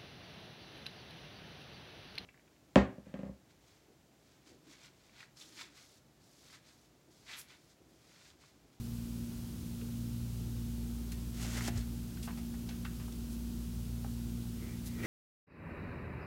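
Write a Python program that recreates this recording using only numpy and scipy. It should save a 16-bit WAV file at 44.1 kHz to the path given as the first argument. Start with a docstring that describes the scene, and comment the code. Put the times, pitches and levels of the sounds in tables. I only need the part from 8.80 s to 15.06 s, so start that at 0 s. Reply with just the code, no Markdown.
"""A small quiet room with a whiteboard, heard through a hissing mono microphone close by.
A hand wipes down the board, skin hissing and panel drumming, and comes off with a knock and a thump.
A hollow plastic marker and other small things tap and scrape below, a sleeve swishes, and a duller,
faintly squeaky rub starts along the lower edge. Three motors hum and slowly beat over an air rumble."""
import sys
import numpy as np
from scipy import signal
from scipy.fft import rfft, irfft
from scipy.io import wavfile
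from scipy.ndimage import uniform_filter1d

SR = 44100
rng = np.random.default_rng(int(sys.argv[2]) if len(sys.argv) > 2 else 0)


def log_audio(samples):
    """Write samples as a 16-bit WAV file to the path given in sys.argv[1]."""
    # one column per channel
    frames = np.atleast_2d(samples).T
    # limit to full scale, then quantise
    limited = np.clip(frames, -1, 1)
    pcm = np.round(limited * 32767).astype(np.int16)
    wavfile.write(sys.argv[1], SR, pcm)


N = 276066
T = np.arange(N) / SR


def wipe(judder_db=0.7, panel_trim_db=-1):
    """A hand sweeps the board: fine slips of skin hiss, coarser ones drum the panel, and both judder."""
    # The sweep. Each row: time in seconds, skin level in dB, panel level in dB before its trim.
    sweep = [(2.53, -63.5, -69), (2.63, -46, -57), (2.676, -51, -55), (2.746, -47.5, -52),
             (2.782, -43, -44), (2.802, -50, -53), (2.808, -49.5, -45.5), (2.838, -47.5, -52),
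             (2.87, -44, -51.5), (2.882, -38.5, -40), (2.9, -60, -60)]
    # A last graze as the hand lifts. Each row: peak time in seconds, level in dB, half length in seconds.
    grazes = [(2.98, -55, 0.03)]
    # The two friction colours. Each row: frequency in Hz, relative level in dB.
    skin_colour = [(1200, -4.5), (2600, 0), (4200, -1.5), (7000, 0), (9500, -7), (13000, -10.5),
                   (16000, -18)]
    panel_colour = [(200, 1), (330, 7), (480, 0), (700, 1), (850, -3), (1020, -5), (1350, 3), (1600, -1.5),
                    (2050, 2), (2700, -18), (5000, -18)]
    skin_gain, panel_gain = (gain + swells(grazes) for gain in gains(sweep))
    skin = skin_gain * colour(slips(per_second=12000, scatter_db=1.25), skin_colour)
    panel = panel_gain * colour(slips(per_second=4000, scatter_db=1.0), panel_colour)
    return (skin + undb(panel_trim_db) * panel) * undb(judder_db * walk(90))


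def knocks():
    """Knocks on the board set its panel ringing."""
    # Each row: start in seconds, level in dB, centre in Hz, spread in octaves, contact decay in seconds.
    hits = [(1.014, -46.5, 453, 0.24, 0.02), (2.648, -49, 637, .6, .0088),
            (2.809, -41.5, 1630, 0.45, 0.0022), (2.883, -39.5, 684, 0.41, 0.0012),
            (3.478, -46, 690, 0.56, .007), (3.572, -47.5, 1100, 2.4, .015),
            (3.741, -53.5, 1000, 0.99, 0.0065), (3.892, -52.5, 740, 0.61, .0017),
            (4.282, -54, 1010, 0.7, .0046), (5.246, -45, 800, 1.05, 0.0041)]
    # The board's modes. Each row: frequency in Hz, relative level in dB, T60 in seconds.
    board_modes = [(440, 0, 0.057), (692, 2, 0.054), (795, 0, .05), (1285, -3, 0.14), (1390, -12, 0.056),
                   (1920, -6.5, 0.096), (2175, 1, .06), (2290, 3, 0.062)]
    return blows(hits, board_modes, hardness=13, ring_db=-9)


def thumps():
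    """The whole panel flexes through a few slow swings when pushed or let go."""
    # Each row: start in seconds, peak level in dB, pitch in Hz, length in seconds.
    flexes = [(2.874, -37, 131, 0.019), (2.881, -31, 230, 0.0063), (2.954, -29, 90, 0.024),
              (2.972, -36, 58, .06)]
    out = np.zeros(N)
    for start, db, hz, length in flexes:
        t = T[:int(length * SR)]
        arch = np.sin(np.pi * t / length)
        add(out, start, undb(db) * arch * np.sin(2 * np.pi * hz * t))
    return out


def marker_taps():
    """Taps and scrapes ring briefly in the marker's hollow plastic barrel."""
    # Each row: start in seconds, level in dB, centre in Hz, spread in octaves, contact decay in seconds.
    taps = [(1.014, -55, 2200, 0.58, .003), (2.317, -44, 4270, 1.5, 0.012), (2.974, -46, 5500, 0.7, 0.0071),
            (3.011, -54, 4500, 1.1, .002), (3.371, -53, 2200, 0.92, .0091), (3.425, -44, 4460, 1.1, 0.018),
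            (3.474, -42.5, 1350, 1.0, 0.016), (3.506, -51, 1200, 1.2, 0.0055),
            (3.889, -46, 3300, .94, 0.0085), (3.905, -51, 2300, 0.72, .018),
            (4.050, -41.5, 1880, 1.01, 0.0059), (4.064, -48.5, 1600, 0.3, 0.0091),
            (4.195, -50.5, 1100, 1.7, .025), (4.324, -54, 5000, 0.7, .003)]
    # The barrel's modes. Each row: frequency in Hz, relative level in dB, T60 in seconds.
    barrel_modes = [(974, 2.5, 0.027), (1160, 4, 0.019), (1524, -2, 0.026), (1850, -11, 0.046),
                    (2700, -3, .028), (4290, 0, 0.022), (4940, -3, 0.016)]
    return blows(taps, barrel_modes, hardness=5.5, ring_db=-11)


def edge_rub(judder_db=1.2):
    """A soft drag along the lower edge, in a few pushes, that squeaks a little."""
    # Each row: peak time in seconds, level in dB, half length in seconds.
    pushes = [(5.885, -55.5, .06), (6.14, -58.5, 0.065), (6.21, -48, .025), (6.249, -39.5, .018)]
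    # The edge's narrow resonances. Each row: frequency in Hz, relative level in dB, T60 in seconds.
    squeak_modes = [(1304, -2, 0.067), (1926, -1, 0.059), (2080, 0, .05), (2350, -5, .07), (2700, -6, .04),
                    (5900, 0, .05)]
    # The rub's dull colour. Each row: frequency in Hz, relative level in dB.
    edge_colour = [(150, -6), (330, 8), (460, 4.5), (620, -8), (900, -12), (1300, -8), (1650, -6),
                   (1950, -4), (2300, -3), (2600, -11.5), (3500, -17), (6000, -19), (10000, -26),
                   (15000, -22)]
    drag = body(slips(per_second=4600, scatter_db=0.5), squeak_modes, ring_db=-13)
    return swells(pushes) * colour(drag, edge_colour) * undb(judder_db * walk(70))


def sleeve_swishes():
    """Cloth brushes past, swelling and fading evenly."""
    # Each row: peak time in seconds, level in dB, half length in seconds.
    strokes = [(3.455, -52, 0.011), (4.53, -56.5, .02), (6.071, -48.5, 0.013)]
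    # The cloth's bright colour. Each row: frequency in Hz, relative level in dB.
    cloth_colour = [(1500, -10), (3400, 2), (4600, 4.5), (7000, 3.5), (12000, 5), (15000, -2)]
    return swells(strokes) * colour(slips(per_second=8000, scatter_db=0), cloth_colour)


def motor_hum(waver_rad=0.088, trim_db=0.07):
    """Three motors near 58.6 turns a second drift in and out of step, so their low tones beat."""
    # The strongest tone near each harmonic. Each row: frequency in Hz, level in dB before the trim.
    tones = [(58.51, -47), (117.0, -49.2), (176.68, -52.8), (234.42, -45.5), (293.3, -72), (351.7, -66.5)]
    # The other motors' tones, just above those. Each row: harmonic number, beat rate in Hz,
    # level in dB before the trim, time of one crest in seconds.
    beats = [(1, .116, -56.6, 3.3), (1, .37, -54.1, 2.29), (2, .21, -53.3, 1.7), (2, .78, -52.2, .23),
             (4, 1.162, -55.9, .3)]
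    out = np.zeros(N)
    for harmonic, (hz, db) in enumerate(tones, 1):
        others = sum(undb(level) * np.exp(2j * np.pi * beat_hz * (T - crest))
                     for number, beat_hz, level, crest in beats if number == harmonic)
        phase = 2 * np.pi * (hz * T + rng.random()) + waver_rad * walk(3)
        out += np.imag((undb(db) + others) * np.exp(1j * phase))
    return np.sqrt(2) * undb(trim_db) * out


def rumble_and_hiss(rumble_db=-47, hiss_db=-55.5):
    """Steady air rumble under even microphone hiss."""
    # The two noise colours. Each row: frequency in Hz, relative level in dB.
    rumble_colour = [(18, -23), (31, -18), (43, -3.5), (80, 0), (100, -2), (150, -2), (200, -5),
                     (290, -8.5), (400, -17), (600, -25.5), (1000, -34.5), (2000, -48.5)]
    hiss_colour = [(300, -12), (850, 2), (1100, -0.5), (1400, 1.5), (1750, -2), (2150, -2.5), (2900, 1),
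                   (5500, 1), (9000, -0.5), (15800, -1)]
    rumble = undb(rumble_db) * colour(rng.standard_normal(N), rumble_colour)
    return rumble + undb(hiss_db) * colour(rng.standard_normal(N), hiss_colour)


def wide_hiss(level_db=-77.5):
    """A faint top hiss that gives a trace of width."""
    # Its colour. Each row: frequency in Hz, relative level in dB.
    top_colour = [(2600, -40), (3800, -19), (8000, -8), (14000, 11.5)]
    return undb(level_db) * colour(rng.standard_normal(N), top_colour)


def room(x, t60_s=0.3, tail_db=-15):
    """The near walls add a short diffuse tail, duller than the direct sound."""
    t = T[:SR // 2]
    tail = colour(rng.standard_normal(len(t)), [(300, 2), (3000, 1), (14000, -23)])
    tail *= np.exp(-np.log(1000) * t / t60_s) * (t > .004)
    return x + undb(tail_db) * signal.fftconvolve(x, tail / np.linalg.norm(tail))[:N]


def blows(table, modes, hardness, ring_db, blunt_s=0.0076, fade_in_share=0.21):
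    """Each blow is a tick and a dying chatter; the size of the contact picks the band that answers."""
    out, t = np.zeros(N), T[:SR // 5]
    f = np.maximum(np.fft.rfftfreq(len(t), 1 / SR), 1)
    lead = SR // 200
    for start, db, hz, octaves, decay in table:
        fade_in = 1 - np.exp(-t / (fade_in_share * decay))
        contact = rng.standard_normal(len(t)) * np.exp(-t / decay) * fade_in
        contact[0] += hardness * np.exp(-decay / blunt_s)  # long, blunt contacts lose the tick
        band = (1 + (np.log2(f / hz) / octaves) ** 8) ** -.5
        force = irfft(rfft(np.roll(contact, lead)) * band, len(t))
        blow = body(force, modes, ring_db)
        # the level is the rms of the blow's energy packed into 5 ms
        add(out, start - lead / SR, undb(db) * np.sqrt(lead) * blow / np.linalg.norm(blow))
    return out


def body(force, modes, ring_db):
    """The contact noise itself plus the modes that it sets ringing."""
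    t = T[:SR // 4]
    ring = sum(undb(db) * np.cos(2 * np.pi * hz * t) * np.exp(-np.log(1000) * t / t60)
               for hz, db, t60 in modes)
    return force + undb(ring_db) * signal.fftconvolve(force, ring / np.linalg.norm(ring))[:len(force)]


def slips(per_second, scatter_db):
    """Dense tiny slips of one surface on another; scatter makes a few stand out."""
    happens = rng.random(N) < per_second / SR
    return unit(happens * rng.standard_normal(N) * undb(scatter_db * rng.exponential(size=N)))


def swells(table):
    """Gain of strokes that gather speed and slow down again evenly."""
    return np.sqrt(sum(undb(db) ** 2 * np.exp(-((T - peak) / half) ** 2) for peak, db, half in table))


def gains(table):
    """One gain curve for each dB column, silent outside the table's times."""
    times, *columns = np.transpose(table)
    return [undb(np.interp(T, times, db, left=-120, right=-120)) for db in columns]


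def colour(x, points):
    """Shape a spectrum with (Hz, dB) points, at rms 1."""
    hz, db = np.transpose(points)
    f = np.maximum(np.fft.rfftfreq(len(x), 1 / SR), 1)
    curve = undb(np.interp(np.log(f), np.log(hz), db))
    return unit(irfft(rfft(x) * curve, len(x)))


def walk(rate_hz):
    """A smooth random wander with a spread near 1."""
    hold = int(SR / rate_hz)
    steps = np.repeat(rng.standard_normal(N // hold + 1), hold)
    return 1.43 * uniform_filter1d(uniform_filter1d(steps, hold), hold)[:N]


def add(out, start_s, sound):
    """Mix a short sound in."""
    i = int(start_s * SR)
    out[i:i + len(sound)] += sound[:N - i]


def undb(db):
    """Decibels to gain."""
    return 10 ** (np.asarray(db) / 20)


def unit(x):
    """Scale to rms 1."""
    return x / np.sqrt(np.mean(x ** 2))


def scene():
    """All sources reach one microphone and sit in the centre; only a trace of hiss is wide."""
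    hits = knocks() + marker_taps()
    handling = room(wipe() + edge_rub() + sleeve_swishes() + hits + thumps())
    mono = handling + motor_hum() + rumble_and_hiss()
    side = wide_hiss()
    return np.array([mono + side, mono - side])


def record(dry):
    """A steep low-pass cuts the very top of the treble."""
    top_hz = 15850
    return signal.sosfilt(signal.ellip(12, .1, 80, top_hz, fs=SR, output="sos"), dry)


dry = scene()
out = record(dry)
log_audio(out)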